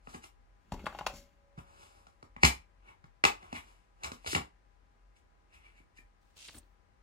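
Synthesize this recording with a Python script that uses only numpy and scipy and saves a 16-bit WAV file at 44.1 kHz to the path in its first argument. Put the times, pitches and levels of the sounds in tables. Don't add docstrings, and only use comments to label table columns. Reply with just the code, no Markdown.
import sys
import numpy as np
from scipy import signal
from scipy.fft import rfft, irfft, next_fast_len
from scipy.io import wavfile
from scipy.ndimage import uniform_filter1d, map_coordinates

SR = 44100
rng = np.random.default_rng(int(sys.argv[2]) if len(sys.argv) > 2 else 0)


def dump_mix(stems):
    frames = np.atleast_2d(stems).T
    limited = np.clip(frames, -1, 1)
    pcm = np.round(limited * 32767).astype(np.int16)
    wavfile.write(sys.argv[1], SR, pcm)


N = 309582

# [dB per Hz, relative]
ROOM_TONE_SPECTRUM = [(28, -30), (36, -22), (44, 6.5), (53, -11), (90, -16), (130, -25.5), (300, -29),
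                      (1300, -34.5), (2000, -36), (3200, -45), (6000, -49.5), (10000, -57), (16000, -75)]
# [dB peak, before the left/right balance]
ELECTRONIC_WHINE = [(812.9, -81.5), (1001, -85.5), (1249, -87), (1626, -90)]
# time_s [s], cloth_db [dB rms], puff_of_air_db [dB rms]
SLEEVE_SWEEP = [(6.212, -84, -85), (6.35, -80, -91), (6.37, -59, -65), (6.46, -51.5, -99.5),
                (6.534, -63.5, -65), (6.582, -66, -57.5), (6.616, -78, -84), (6.75, -105, -92)]
# height_s [s], length_s [s], level_db [dB rms at the height]
FINGER_SLIDES = [(6.48, 0.0074, -49.5), (6.555, 0.022, -54), (6.585, 0.017, -50)]
# pitch_hz [Hz], level_db [dB peak], t60_s [s]
SPRING_TONES = [(561.5, -64, 4), (559.7, -56, 1.1), (612, -63, .7)]
# height_s [s], length_s [s], level_db [dB peak before the room], pitch_hz [Hz]
PLASTIC_SQUEAKS = [(2.889, 0.006, -51.5, 2225), (5.571, 0.011, -61.5, 2534), (5.665, 0.0078, -57.5, 2315),
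                   (5.792, 0.0079, -63.5, 2285), (5.986, 0.0038, -51.5, 1840), (5.989, 0.0049, -49, 2384)]

# start_s [s], shell_db, panel_db, crack_db, thud_db [dB peak before the room],
# favoured_ring_hz [Hz], favoured_thud_hz [Hz]
PLAYER_LID_BLOWS = [(0.7198, -36, -31.5, -43.5, -32, 743, 64.7), (0.792, -46, -56, -65.5, -65, 2560, 60),
                    (0.84, -70, -45, -60, -44.5, 567, 230), (0.8574, -32.5, -55, -47, -49, 480, 248),
                    (0.8652, -22.5, -25.5, -42.5, -56, 1630, 240), (0.9252, -39, -40, -65, -57, 1620, 60),
                    (0.9476, -41.5, -36, -61, -70, 870, 60), (0.9872, -31, -34.5, -44.5, -64, 3170, 60),
                    (1.0092, -40, -32, -66, -64, 960, 70), (1.0645, -20.5, -22.5, -30.5, -43.5, 2950, 60),
                    (1.1364, -66, -48, -52, -43.5, 570, 194)]
DISC_CASE_BLOWS = [(0.0706, -40, -37, -70, -48, 1500, 178), (0.1443, -37, -56, -56, -40.5, 1750, 187),
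                   (1.5757, -71, -44.5, -54.5, -37, 2150, 158), (2.0671, -54.5, -45, -49, -60, 1630, 59.5),
                   (2.2261, -49, -40, -47, -48.5, 2200, 175), (2.363, -37, -37, -55, -46, 1930, 200),
                   (2.4303, -22, -24.5, -20, -42.5, 1790, 111),
                   (2.4325, -4.5, -8.5, -10.5, -17, 1900, 115.5), (2.444, -9.5, -19, -15, -23, 2070, 221),
                   (2.449, -10, -47, -10, -26, 2610, 234), (2.457, -17.5, -22, -16, -42.5, 2170, 232.3),
                   (3.04, -50.5, -45.5, -56.5, -49, 2304, 139.5), (3.2381, -7, -11.5, -16, -32, 2414, 394),
                   (3.2497, -7, -11, -11.5, -23, 2540, 400), (3.4266, -44, -53.5, -51.5, -56.5, 2120, 58.4),
                   (3.5264, -34, -29.5, -36, -34.5, 2720, 261.5),
                   (4.0338, -32.5, -35.5, -25.5, -50, 2386, 170),
                   (4.043, -27.5, -33, -24.5, -47.5, 2400, 169), (4.1165, -37.5, -33, -33, -35, 2540, 238),
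                   (4.2442, -45, -39, -64, -68, 2700, 423), (4.2614, -31, -31, -36, -50, 3420, 216),
                   (4.3301, -25.5, -27.5, -30, -31, 2150, 396),
                   (4.3485, -12.5, -22, -17.5, -29.5, 2390, 118), (4.361, -35, -18.5, -29, -32, 1500, 334),
                   (4.3737, -65, -47.5, -58, -35.5, 1100, 62.4), (4.401, -56, -41, -60, -38.5, 1195, 142),
                   (5.8, -66, -77, -78.5, -56, 2400, 340), (5.9859, -46.5, -78.5, -63.5, -56, 2060, 351.4)]
# start_s [s], click_db, thump_db [dB peak before the room]
FINGER_TAPS = [(6.4825, -42, -54), (6.543, -47, -50), (6.562, -60, -49), (6.577, -60, -55),
               (6.629, -66.5, -66.5)]
# [dB rms at the height, before the room]
PLAYER_LID_RUBS = [(0.741, 0.016, -56, -48.5, -57), (0.796, 0.11, -66, -62.5, -73),
                   (0.978, 0.36, -62, -68.5, -67), (1.168, 0.078, -62, -68.5, -55)]
DISC_CASE_RUBS = [(0.098, 0.068, -65, -61, -57), (0.148, 0.029, -54.5, -45, -50.5),
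                  (0.241, 0.031, -53, -53, -51), (1.589, 0.018, -55, -46, -58),
                  (1.7, 0.21, -78.5, -63.5, -74.5), (1.827, 0.17, -66.5, -62.5, -62),
                  (1.97, 0.3, -78, -68.5, -73), (2.451, 0.024, -23, -26.5, -23),
                  (2.887, 0.082, -61, -57.5, -70.5), (3.44, 0.15, -65, -55.5, -67.5),
                  (3.562, 0.0446, -41, -46.5, -48), (3.68, 0.21, -68, -65.5, -68),
                  (4.048, 0.017, -39.5, -54, -55.5), (4.059, 0.061, -63, -42, -55),
                  (4.17, 0.2, -69.5, -73, -72.5), (4.276, 0.022, -38, -40.5, -34),
                  (4.321, 0.055, -40, -53, -33.5), (5.169, 0.024, -65.5, -83.5, -66.5),
                  (5.547, 0.05, -60, -65, -65), (5.657, 0.17, -64.5, -68, -74),
                  (5.78, 0.048, -65.5, -83.5, -71), (5.975, 0.028, -60.5, -74, -60.5)]
# pitch_hz [Hz], level_db [dB, relative], t60_s [s]
PLAYER_LID_MODES = [
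    [(1630, 20, 0.0013), (2150, -3, 0.058), (2710, 15.5, 0.0028), (3420, -11.5, 0.018), (3795, 15, 0.0014)],
    [(365, -8.5, 0.045), (573, 9, 0.024), (835, 7, 0.061), (987, 13.5, 0.018), (1466, 4, 0.024)],
    [(3770, -0.5, 0.00076), (4900, 7, 0.002), (7340, 1, 0.0029), (9140, -2.5, 0.0016), (10950, 2, 0.0013),
     (12700, -6, 0.00059), (15160, -3.5, 0.0015)],
    [(50, -8, 0.12), (107, -11.5, 0.039), (194, -6.5, 0.036)],
]
DISC_CASE_MODES = [
    [(1500, -0.5, 0.006), (1910, 3, 0.008), (2107, 3.5, 0.016), (2273, 3, 0.022), (2540, -1, 0.017),
     (2780, -7.5, 0.024), (3430, 6, 0.0026)],
    [(700, 6.5, 0.0089), (796, 4.5, 0.025), (1181.5, 12, 0.007), (1351, -2.5, 0.014)],
    [(4400, 5.5, 0.0016), (5375, -5, 0.012), (6370, 1, 0.0027), (7910, 3.5, 0.0019), (9160, -6.5, 0.0023),
     (10270, -6.5, 0.0022), (12900, -8, 0.0021), (14827, -8, 0.00051)],
    [(65, -15, 0.27), (96, -6, 0.076), (142, -2, 0.034), (240, 1, 0.024), (285, -5.5, 0.051),
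     (393, -4, 0.02)],
]
# pitch_hz [Hz], level_db [dB, relative], t60_s [s]
TAPPED_DISC_MODES = [
    [(1100, 6.5, 0.0014), (2900, 11, 0.0009), (4270, 1.5, 0.0047), (8180, -19.5, 0.0058)],
    [(68.3, -2.5, 0.11), (156, 2.5, 0.021), (310, 6.5, 0.014)],
]

ROOM_TONE_DB = -64.5
ROOM_T60_S, ROOM_TREBLE_T60_S = 0.22, 0.17
CASE_LAG_S, LID_LAG_S = .00041, 0
BEND_HZ, BEND_OCTAVES = 440, 1.2
SCATTER_HZ = 1500
TOP_HZ = 16200
SPRING_START_S = 1.067
FLEX_START_S, FLEX_LENGTH_S = 6.483, 0.018
FLEX_DB = -47.5
FLEX_FROM_HZ, FLEX_TO_HZ = 6100, 301
FAVOUR_DB, FAVOUR_OCTAVES = 11.5, 0.25
GRIP_SHARE = .015
RUBBED_HZ = 2400
RUB_DAMPING = .4
RISE_SHARE = 0.47
STROKE_FALL_DB = 12


def undb(db):
    return 10 ** (np.asarray(db) / 20)


def unit(x):
    return x / np.sqrt(np.mean(x ** 2))


def one_pole(x, hz, kind="low"):
    return signal.sosfilt(signal.butter(1, hz, kind, fs=SR, output="sos"), x)


def curve(table, column):
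    rows = np.array(table)
    level_db = np.interp(np.arange(N) / SR, rows[:, 0], rows[:, column], -200, -200)
    return uniform_filter1d(undb(level_db), SR // 200)


def strokes(rows, column):
    t = np.arange(N) / SR
    gain = np.zeros(N)
    for height_s, length_s, *level_db in rows:
        since = (t - height_s) / length_s
        away = np.where(since < 0, -since / RISE_SHARE, since / (1 - RISE_SHARE))
        gain += undb(level_db[column] - STROKE_FALL_DB * away)
    return gain


def shaped(points, channels):
    hz, db = np.transpose(points)
    gain = undb(np.interp(np.log(np.fft.rfftfreq(N, 1 / SR) + 1), np.log(hz), db))
    return irfft(rfft(rng.standard_normal((channels, N))) * gain, N)


def grains(length, cap_db):
    boost_db = np.minimum(2.2 * rng.exponential(size=N // length + 1), cap_db)
    return np.repeat(undb(boost_db), length)[:N]


def room_tone():
    mid, side = shaped(ROOM_TONE_SPECTRUM, channels=2)
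    side = one_pole(side, 110, "high")
    air = undb(ROOM_TONE_DB) * np.array([mid + side, mid - side]) / np.std(mid)
    t = np.arange(N) / SR
    for hz, db in ELECTRONIC_WHINE:
        drift = shaped([(1, -27.5), (6, -0.5), (30, -46.5)], channels=1)[0]
        waver = undb(1.0 * unit(drift))
        tone = np.sin(2 * np.pi * (hz * t + rng.random((2, 1))))
        air += undb(db + np.array([[6], [-1.5]])) * waver * tone
    return air * undb(np.array([[1.6], [-1.6]]))


def around_phone(x, bend_rad, scatter_rad):
    size = next_fast_len(N)
    hz = np.fft.rfftfreq(size, 1 / SR) + 1
    phase = np.array([map_coordinates(turn, [hz / 450]) for turn in rng.standard_normal((2, 64))])
    phase *= scatter_rad / (1 + (SCATTER_HZ / hz) ** 4)
    phase[0] -= bend_rad * np.exp(-(np.log2(hz / BEND_HZ) / BEND_OCTAVES) ** 2)
    return irfft(rfft(x, size) * np.exp(1j * phase), size)[:, :N]


def bedroom(x, lag_s, shade_hz, room_db, left_db, left_bass_db, alike, bend_rad, scatter_rad):
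    t = np.arange(SR // 2) / SR
    noise = rng.standard_normal((3, len(t)))
    tail = np.sqrt(alike) * noise[0] + np.sqrt(1 - alike) * noise[1:]
    tail += one_pole(noise[0] - tail, 1200)
    dull = one_pole(tail, 2500)
    bright = tail - dull
    tail = dull * undb(-60 * t / ROOM_T60_S) + bright * undb(-60 * t / ROOM_TREBLE_T60_S)
    tail *= 1 - np.exp(-(t / .011) ** 2)
    tail = one_pole(tail, 200, "high")
    reply = undb(room_db) * tail / np.sqrt(np.sum(tail ** 2) / 2)
    reply += one_pole(1. * (t == 0), shade_hz)
    left = np.roll(reply[0], round(lag_s * SR)) * undb(left_db)
    reply[0] = left + (undb(left_bass_db) - 1) * one_pole(left, 250)
    heard = signal.fftconvolve(x[None], reply, axes=1)[:, :N]
    return around_phone(heard, bend_rad, scatter_rad)


def sleeve():
    cloth = shaped([(1000, -15), (1800, -13), (2600, 0.5), (6000, -4.0), (8500, -7.0),
                    (11000, -16.5), (16000, -31.0)], channels=2)
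    cloth *= grains(160, cap_db=6)
    puff = shaped([(30, -13.0), (70, -1.0), (200, -11.0), (600, -9), (1800, -20.5)], channels=1)
    return unit(cloth) * curve(SLEEVE_SWEEP, 1) + unit(puff) * curve(SLEEVE_SWEEP, 2)


def fingertip():
    hiss = shaped([(4000, -24.0), (6500, -12), (9000, 3.5), (11000, -15), (16000, -25)], channels=2)
    return unit(hiss) * strokes(FINGER_SLIDES, 0)


def disc_flex():
    gone = np.clip((np.arange(N) / SR - FLEX_START_S) / FLEX_LENGTH_S, 0, 1)
    hz = FLEX_TO_HZ + (FLEX_FROM_HZ - FLEX_TO_HZ) * (1 - gone) ** 1.5
    swell = np.sqrt(np.abs(np.sin(np.pi * gone))) * (1 - gone / 2)
    return undb(FLEX_DB) * swell * np.sin(2 * np.pi * np.cumsum(hz) / SR)


def spring():
    t = np.maximum(np.arange(N) / SR - SPRING_START_S, 0)
    return sum(undb(db - 60 * t / t60) * np.sin(2 * np.pi * hz * t) for hz, db, t60 in SPRING_TONES)


def squeaks():
    t = np.arange(N) / SR
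    out = np.zeros(N)
    for height_s, length_s, db, hz in PLASTIC_SQUEAKS:
        swell = np.exp(-((t - height_s) / length_s) ** 2)
        out += undb(db) * swell * np.sin(2 * np.pi * hz * t)
    return out


def ringing(modes, favoured=()):
    t = np.arange(SR // 3) / SR
    pitch = np.array(modes)[:, 0]
    sign = np.cumprod(np.where(np.diff(pitch, prepend=0) > .14 * pitch, -1, 1))
    ring = np.zeros(len(t))
    for (hz, db, t60), way in zip(modes, sign):
        lift_db = FAVOUR_DB * sum(np.exp(-(np.log2(hz / f) / FAVOUR_OCTAVES) ** 2) for f in favoured)
        ring -= way * undb(db + lift_db - 60 * t / t60) * np.sin(2 * np.pi * hz * t)
    return ring


def plastic(blows, rubs, families, chatter_s, chatter_db, rumble_db):
    tick = np.arange(SR // 50) / SR
    chatter = rng.standard_normal((len(blows), len(tick))) * tick / chatter_s * np.exp(-tick / chatter_s)
    push = np.exp(-((tick - .0015) / .00008) ** 2)
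    contacts = undb(chatter_db) * chatter + push
    slips = unit(rng.standard_normal(N) * grains(12, cap_db=8))
    grips = 1 + GRIP_SHARE * rng.standard_normal((len(blows), 8))
    out = np.zeros(N)
    for k, modes in enumerate(families):
        rubbed = ringing([(hz, db, t60 * RUB_DAMPING) for hz, db, t60 in modes], [RUBBED_HZ])
        if k == len(families) - 1:
            press = undb(rumble_db) * strokes(rubs, 1)
        else:
            press = strokes(rubs, k)
        out += signal.fftconvolve(slips * press, rubbed / np.sqrt(np.sum(rubbed ** 2)))[:N]
        for row, contact, grip in zip(blows, contacts, grips):
            favoured = row[len(families) + 1:]
            detuned = [(hz * g, db, t60) for (hz, db, t60), g in zip(modes, grip)]
            hit = signal.fftconvolve(contact, ringing(detuned, favoured))
            hit *= undb(row[k + 1]) / np.max(np.abs(hit))
            start = int(row[0] * SR)
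            out[start:start + len(hit)] += hit[:N - start]
    return out


def scene():
    front = plastic(PLAYER_LID_BLOWS, PLAYER_LID_RUBS, PLAYER_LID_MODES,
                    chatter_s=0.0032, chatter_db=-3.0, rumble_db=15.5)
    front += plastic(FINGER_TAPS, [], TAPPED_DISC_MODES, chatter_s=0.0036, chatter_db=9, rumble_db=0)
    case = plastic(DISC_CASE_BLOWS, DISC_CASE_RUBS, DISC_CASE_MODES,
                   chatter_s=0.0024, chatter_db=-5, rumble_db=-3.5)
    case += squeaks()
    near = bedroom(front, LID_LAG_S, shade_hz=16000, room_db=-10.5, left_db=3.3, left_bass_db=-0.5,
                   alike=0.024, bend_rad=0.15, scatter_rad=1.5)
    aside = bedroom(case, CASE_LAG_S, shade_hz=5070, room_db=-7, left_db=1.77, left_bass_db=-4.0,
                    alike=0.1, bend_rad=0.93, scatter_rad=0.99)
    return near + aside + spring() + sleeve() + fingertip() + disc_flex() + room_tone()


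def record(dry):
    wet = signal.sosfilt(signal.butter(4, 36, "high", fs=SR, output="sos"), dry)
    return signal.sosfilt(signal.ellip(8, .2, 70, TOP_HZ, fs=SR, output="sos"), wet)


dry = scene()
out = record(dry)
dump_mix(out)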